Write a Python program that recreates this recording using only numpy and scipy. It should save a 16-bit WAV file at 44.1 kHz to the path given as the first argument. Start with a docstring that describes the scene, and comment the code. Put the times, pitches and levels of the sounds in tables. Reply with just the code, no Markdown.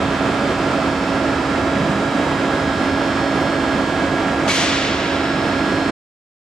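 """A large, hard-walled workshop, where the pump of a hydraulic press drones a little to the right.
Two families of whining lines stand over the rush of oil and fan and beat slowly, the higher the faster,
as from two pumps almost in step. A dull boom swells, and a link of a metal watch bracelet ticks.
Further off, metal gives a sharp crack that rings through the hall and makes an automatic gain control
duck the drone. Then the sound is cut off."""
import sys
import numpy as np
from scipy import signal
from scipy.fft import rfft, irfft
from scipy.io import wavfile
from scipy.ndimage import uniform_filter1d, minimum_filter1d

SR = 44100
rng = np.random.default_rng(int(sys.argv[2]) if len(sys.argv) > 2 else 0)


def waveform_to_disk(signal):
    """Save audio, clipped to [-1, 1], as 16-bit WAV at the path in sys.argv[1]."""
    frames = np.transpose(np.atleast_2d(signal))
    scaled = np.clip(frames, -1, 1) * 32767
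    samples = np.round(scaled).astype(np.int16)
    wavfile.write(sys.argv[1], SR, samples)


N = 287576
TIME_S = np.arange(N) / SR
BINS_HZ = np.fft.rfftfreq(N, 1 / SR)
CUT_S, BAND_EDGE_HZ = 5.91, 15730
SHAFT_HZ = 24.977
LOW_STROKES, HIGH_STROKES = 11, 13  # per shaft turn, for the two pump stages


def gain_of(db):
    """Decibels to amplitude."""
    return 10 ** (np.asarray(db) / 20)


def unit_rms(x):
    """Scale to an RMS of 1."""
    return x / np.sqrt(np.mean(x ** 2) + 1e-20)


def curve_at(points, hz):
    """Interpolate (frequency, value) points on a log-frequency axis."""
    point_hz, value = np.transpose(points)
    return np.interp(np.log(hz + 1), np.log(point_hz + 1), value)


def drift(rate_hz):
    """Smooth random motion of about unit RMS."""
    grid_s = np.linspace(0, TIME_S[-1], 2048)
    hz = np.fft.rfftfreq(len(grid_s), grid_s[1])
    spectrum = rfft(rng.standard_normal(len(grid_s))) * np.exp(-(hz / rate_hz) ** 2)
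    return np.interp(TIME_S, grid_s, unit_rms(irfft(spectrum)))


def stereo_noise(colour_db, coherence, lag_ms=0):
    """Coloured noise of unit RMS, partly alike in both channels; the right one lags by lag_ms."""
    left, other = rfft(rng.standard_normal((2, N)))
    right = coherence * left + np.sqrt(1 - coherence ** 2) * other
    right = right * np.exp(-2j * np.pi * BINS_HZ * lag_ms / 1000)
    return unit_rms(irfft(np.array([left, right]) * gain_of(colour_db), N))


def since(start_s):
    """Seconds after start_s, zero before."""
    return np.maximum(TIME_S - start_s, 0)


def machine_line(cycles, hz, level_db, wander_db=0.25, flutter_rad=.1, spread=0.37, spread_hz=3000):
    """One tone: standing waves shift its level, its phase flutters, its width grows up to spread_hz."""
    level = gain_of(level_db + wander_db * (1 - drift(.7) ** 2) / np.sqrt(2))
    phase = 2 * np.pi * (cycles + rng.random())
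    mid = np.cos(phase + flutter_rad * drift(16))
    side = spread * min(hz / spread_hz, 1) * np.cos(phase + np.pi / 2 * drift(0.44))
    return np.sqrt(2) * level * np.array([mid + side, mid - side])


# Beats of the strong lines: (time of minimum [s], shaft order, depth [0-1], level trend [dB/s])
BEATS = [(-1.23, 13, 0.9, -0.3), (0.55, 156, .65, -.1), (0.9, 66, .2, 0.34), (1.5, 130, .28, 0.3),
         (1.7, 143, .48, -.4), (1.9, 91, .3, 0), (1.9, 169, .7, 1.0), (2.05, 208, .27, 0.9),
         (3, 104, .5, 0), (4.5, 52, .5, 0.4), (6, 70, .4, 0.5)]


def beat_db(order, slip_hz=0.0022, default_depth=.25, steady_below_hz=1000):
    """Two pumps' lines add and cancel as one shaft slips past the other; some also rise or sink."""
    beat_hz = order * slip_hz
    default = (rng.random() / beat_hz, default_depth * (order * SHAFT_HZ > steady_below_hz), 0)
    listed = {line_order: (s, depth, trend) for s, line_order, depth, trend in BEATS}
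    minimum_s, depth, trend_db_per_s = listed.get(order, default)
    power = 1 - 2 * depth / (1 + depth ** 2) * np.cos(2 * np.pi * beat_hz * (TIME_S - minimum_s))
    return 10 * np.log10(power) + trend_db_per_s * (TIME_S - CUT_S / 2)


# High-stage whine: (harmonic of stroke rate, level [dB])
WHINE_LINES = [(1, -26), (2, -33), (3, -47), (4, -38.5), (7, -46), (8, -48.5), (9, -56.5), (10, -44.5),
               (11, -48), (12, -49), (13, -49), (14, -50), (15, -55), (16, -47), (17, -58), (18, -65),
               (19, -64.5), (20, -65), (21, -67), (22, -65), (23, -61), (24, -70), (27, -71), (33, -75.5),
               (36, -79), (38, -80)]
# Low-stage hum: (harmonic of stroke rate, level [dB])
HUM_LINES = [(1, -26), (2, -41), (5, -48), (6, -34), (14, -57.5), (17, -59), (18, -56.5)]
# Motor and fan: (shaft order, level [dB])
MOTOR_LINES = [(2, -46), (4, -46), (65, -49.5), (70, -47), (124, -49), (217, -59.5), (232, -65.5)]


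def pump(turns):
    """Pressure strokes of both stages and the motor give lines locked to the shaft."""
    lines = np.zeros((2, N))
    for per_turn, table in ((HIGH_STROKES, WHINE_LINES), (LOW_STROKES, HUM_LINES), (1, MOTOR_LINES)):
        for harmonic, level_db in table:
            order = per_turn * harmonic
            lines += machine_line(order * turns, order * SHAFT_HZ, level_db + beat_db(order))
    return lines


def fan_tone(hz=1375.94, level_db=-35.5):
    """A lone tone, free of the shaft and just off a hum line, so the two throb faintly."""
    return machine_line(hz * TIME_S, hz, level_db)


# Oil and fan noise: (frequency [Hz], relative density [dB])
RUSH_SPECTRUM = [(20, -39.5), (35, -28.5), (50, -15.5), (75, -5), (120, -6.5), (200, -2), (340, -0.5),
                 (450, -5.5), (1300, -9), (2200, -16), (3500, -23.5), (5800, -32), (7700, -33),
                 (11500, -49.5), (15500, -60)]
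# Tank and frame resonances: (frequency [Hz], width [Hz], boost [dB])
FRAME_MODES = [(75.9, 17, 4), (146, 16, 4), (197, 35, 1.5), (560, 41, 4.5), (682, 50, 5), (810, 120, 1),
               (1330, 200, 0.5), (1700, 150, 0.5)]
# Left-right likeness of the rush: (frequency [Hz], coherence [0-1])
RUSH_COHERENCE = [(60, .995), (130, .993), (290, .993), (640, .95), (1410, .76), (3100, .58), (6820, .47),
                  (15000, .1)]


def rush(turns, level_db=-20.5, pulse_depth=.16, flicker_db=0.63):
    """Turbulent oil and air sound through the frame; the hiss pulses with each high-stage stroke."""
    modes_db = sum(db / (1 + (2 * (BINS_HZ - hz) / width_hz) ** 2) for hz, width_hz, db in FRAME_MODES)
    flow = stereo_noise(curve_at(RUSH_SPECTRUM, BINS_HZ) + modes_db, curve_at(RUSH_COHERENCE, BINS_HZ))
    hiss = signal.sosfiltfilt(signal.butter(2, 2000, "high", fs=SR, output="sos"), flow)
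    stroke = np.cos(2 * np.pi * HIGH_STROKES * turns)
    return (flow + pulse_depth * stroke * hiss) * gain_of(level_db + flicker_db * drift(11))


def bearing_buzz(turns, level_db=-33, scatter_db=4, turn_samples=8192):
    """Bearings repeat one rough pattern per turn: faint shaft orders between the stages' lines."""
    order = np.arange(turn_samples // 2 + 1)
    hz = order * SHAFT_HZ
    tilt_db = curve_at([(100, -7.5), (1500, -3.5), (4000, 3), (13000, 1.5)], hz)
    lines_db = curve_at(RUSH_SPECTRUM, hz) + tilt_db + scatter_db * rng.standard_normal(len(hz))
    between = (order % HIGH_STROKES > 0) & (order % LOW_STROKES > 0)
    lines = gain_of(lines_db) * between * (hz < BAND_EDGE_HZ)
    phase_cycles = rng.random(len(hz)) + hz / BAND_EDGE_HZ * rng.random((2, len(hz)))  # wider treble
    patterns = unit_rms(irfft(lines * np.exp(2j * np.pi * phase_cycles)))
    grid_turns = np.arange(turn_samples) / turn_samples
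    return gain_of(level_db) * np.array([np.interp(turns, grid_turns, p, period=1) for p in patterns])


def boom(start_s=1.75, rise_s=.07, fall_s=.12, centre_hz=165, width_oct=.45, gain_db=-13):
    """A dull boom swells briefly under the drone."""
    colour_db = -6 * np.minimum((np.log2((BINS_HZ + 1) / centre_hz) / width_oct) ** 2, 20)
    age_s = since(start_s)
    envelope = (1 - np.exp(-age_s / rise_s)) * np.exp(-age_s / fall_s)
    return gain_of(gain_db) * envelope * stereo_noise(colour_db, coherence=0.99)


def link_tick(start_s=3.408, level_db=-53, t60_s=.16):
    """A watch bracelet link slips with a tiny bright tick."""
    colour_db = curve_at([(6000, -42), (11000, -7.5), (13500, 1), (15500, -2.5)], BINS_HZ)
    envelope = gain_of(level_db - 60 * since(start_s) / t60_s) * (TIME_S > start_s)
    return envelope * stereo_noise(colour_db, coherence=.3)


# Colour of a snap: (frequency [Hz], relative density [dB])
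SNAP_SPECTRUM = [(300, -19.5), (900, -6), (1600, -1), (2400, 1), (3800, 0), (5200, -3), (7000, -4),
                 (9000, -10.5), (12500, -17.5), (15500, -24)]
# Hall decay: (frequency [Hz], T60 [s])
HALL_T60 = [(300, 2.2), (2000, 3.8), (4000, 2.63), (7000, 1.5), (10000, .78), (14000, .26)]


def hall_snap(start_s, loss_db_per_khz, rise_s=.006):
    """One far snap arrives as dense reflections that build fast; air absorbs their treble first."""
    colour_db = curve_at(SNAP_SPECTRUM, BINS_HZ) - loss_db_per_khz * BINS_HZ / 1000
    reflections = stereo_noise(colour_db, coherence=0.7, lag_ms=0.037)
    hz, frame_s, spectra = signal.stft(reflections, SR, nperseg=256)
    decay_db = -60 * np.maximum(frame_s - start_s, 0) / curve_at(HALL_T60, hz)[:, None]
    tail = signal.istft(spectra * gain_of(decay_db), SR, nperseg=256)[1][:, :N]
    return tail * (1 - np.exp(-since(start_s) / rise_s))


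# Crack and following clatter: (time [s], relative level [dB], treble loss [dB/kHz])
SNAPS = [(4.475, -23.5, .5), (4.488, -25.5, 0.2), (4.535, -27, 0.2), (4.596, -26.5, 0.7)]
# Ring of the metal: (frequency [Hz], relative level [dB], T60 [s])
METAL_MODES = [(2243, -5.5, 0.094), (4000, -18, .12), (4500, -21.5, 0.16)]


def metal_crack(gain_db=5.5, rattle_db=0.5, ping_s=4.489, ping_rise_s=.011):
    """Metal lets go in a few snaps, heard by way of the hall, and gives a short ping."""
    snaps = sum(gain_of(db) * hall_snap(start_s, loss) for start_s, db, loss in SNAPS)
    rattle = gain_of(rattle_db * drift(70))
    age_s = since(ping_s)
    channel_rad = np.array([[0], [-.8]])
    ping = sum(gain_of(db - 60 * age_s / t60_s) * np.sin(2 * np.pi * hz * age_s + channel_rad)
               for hz, db, t60_s in METAL_MODES)
    attack = (1 - np.exp(-age_s / ping_rise_s)) ** 2
    return gain_of(gain_db) * (snaps * rattle + ping * attack)


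# Machine balance: (frequency [Hz], left minus right [dB])
MACHINE_BALANCE = [(60, -1.5), (110, -4), (200, -2.5), (380, -3.5), (700, -4.5), (1290, -4.0), (2380, -4),
                   (4400, -2), (8120, -1.5), (15000, -1.5)]


def scene():
    """The machine, a little to the right, plus the crack and the tick."""
    turns = np.cumsum(SHAFT_HZ * (1 + 0.00011 * drift(1.5))) / SR
    machine = pump(turns) + fan_tone() + bearing_buzz(turns) + rush(turns) + boom()
    left_db = curve_at(MACHINE_BALANCE, BINS_HZ) / 2
    panned = irfft(rfft(machine) * gain_of([left_db, -left_db]), N)
    return panned + metal_crack() + link_tick()


def gain_control(x, threshold_db=-25, slope=0.28, hold_s=0.48, recovery_db_per_s=11):
    """Loud treble turns the whole mix down at once; the gain holds, then recovers."""
    treble = signal.sosfilt(signal.butter(2, 1800, "high", fs=SR, output="sos"), x)
    power_db = 10 * np.log10(abs(uniform_filter1d((treble ** 2).mean(0), size=900)) + 1e-12)
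    demand_db = slope * np.maximum(power_db - threshold_db, 0)
    half_hold = int(hold_s * SR / 2)
    held_db = -minimum_filter1d(-demand_db, 2 * half_hold + 1, origin=half_hold)
    ramp_db = recovery_db_per_s * TIME_S
    duck_db = np.maximum.accumulate(held_db + ramp_db) - ramp_db
    return x / gain_of(uniform_filter1d(duck_db, size=200))


def record(dry, fade_in_s=.005, fade_out_s=.014):
    """Gain control, quick fades at the start and the cut, and the band limit."""
    fades = np.clip(TIME_S / fade_in_s, 0, 1) * np.clip((CUT_S - TIME_S) / fade_out_s, 0, 1)
    lowpass = signal.firwin(1023, BAND_EDGE_HZ, window=("kaiser", 9), fs=SR)
    return signal.oaconvolve(gain_control(dry) * fades, lowpass[None], "same")


dry = scene()
out = record(dry)
waveform_to_disk(out)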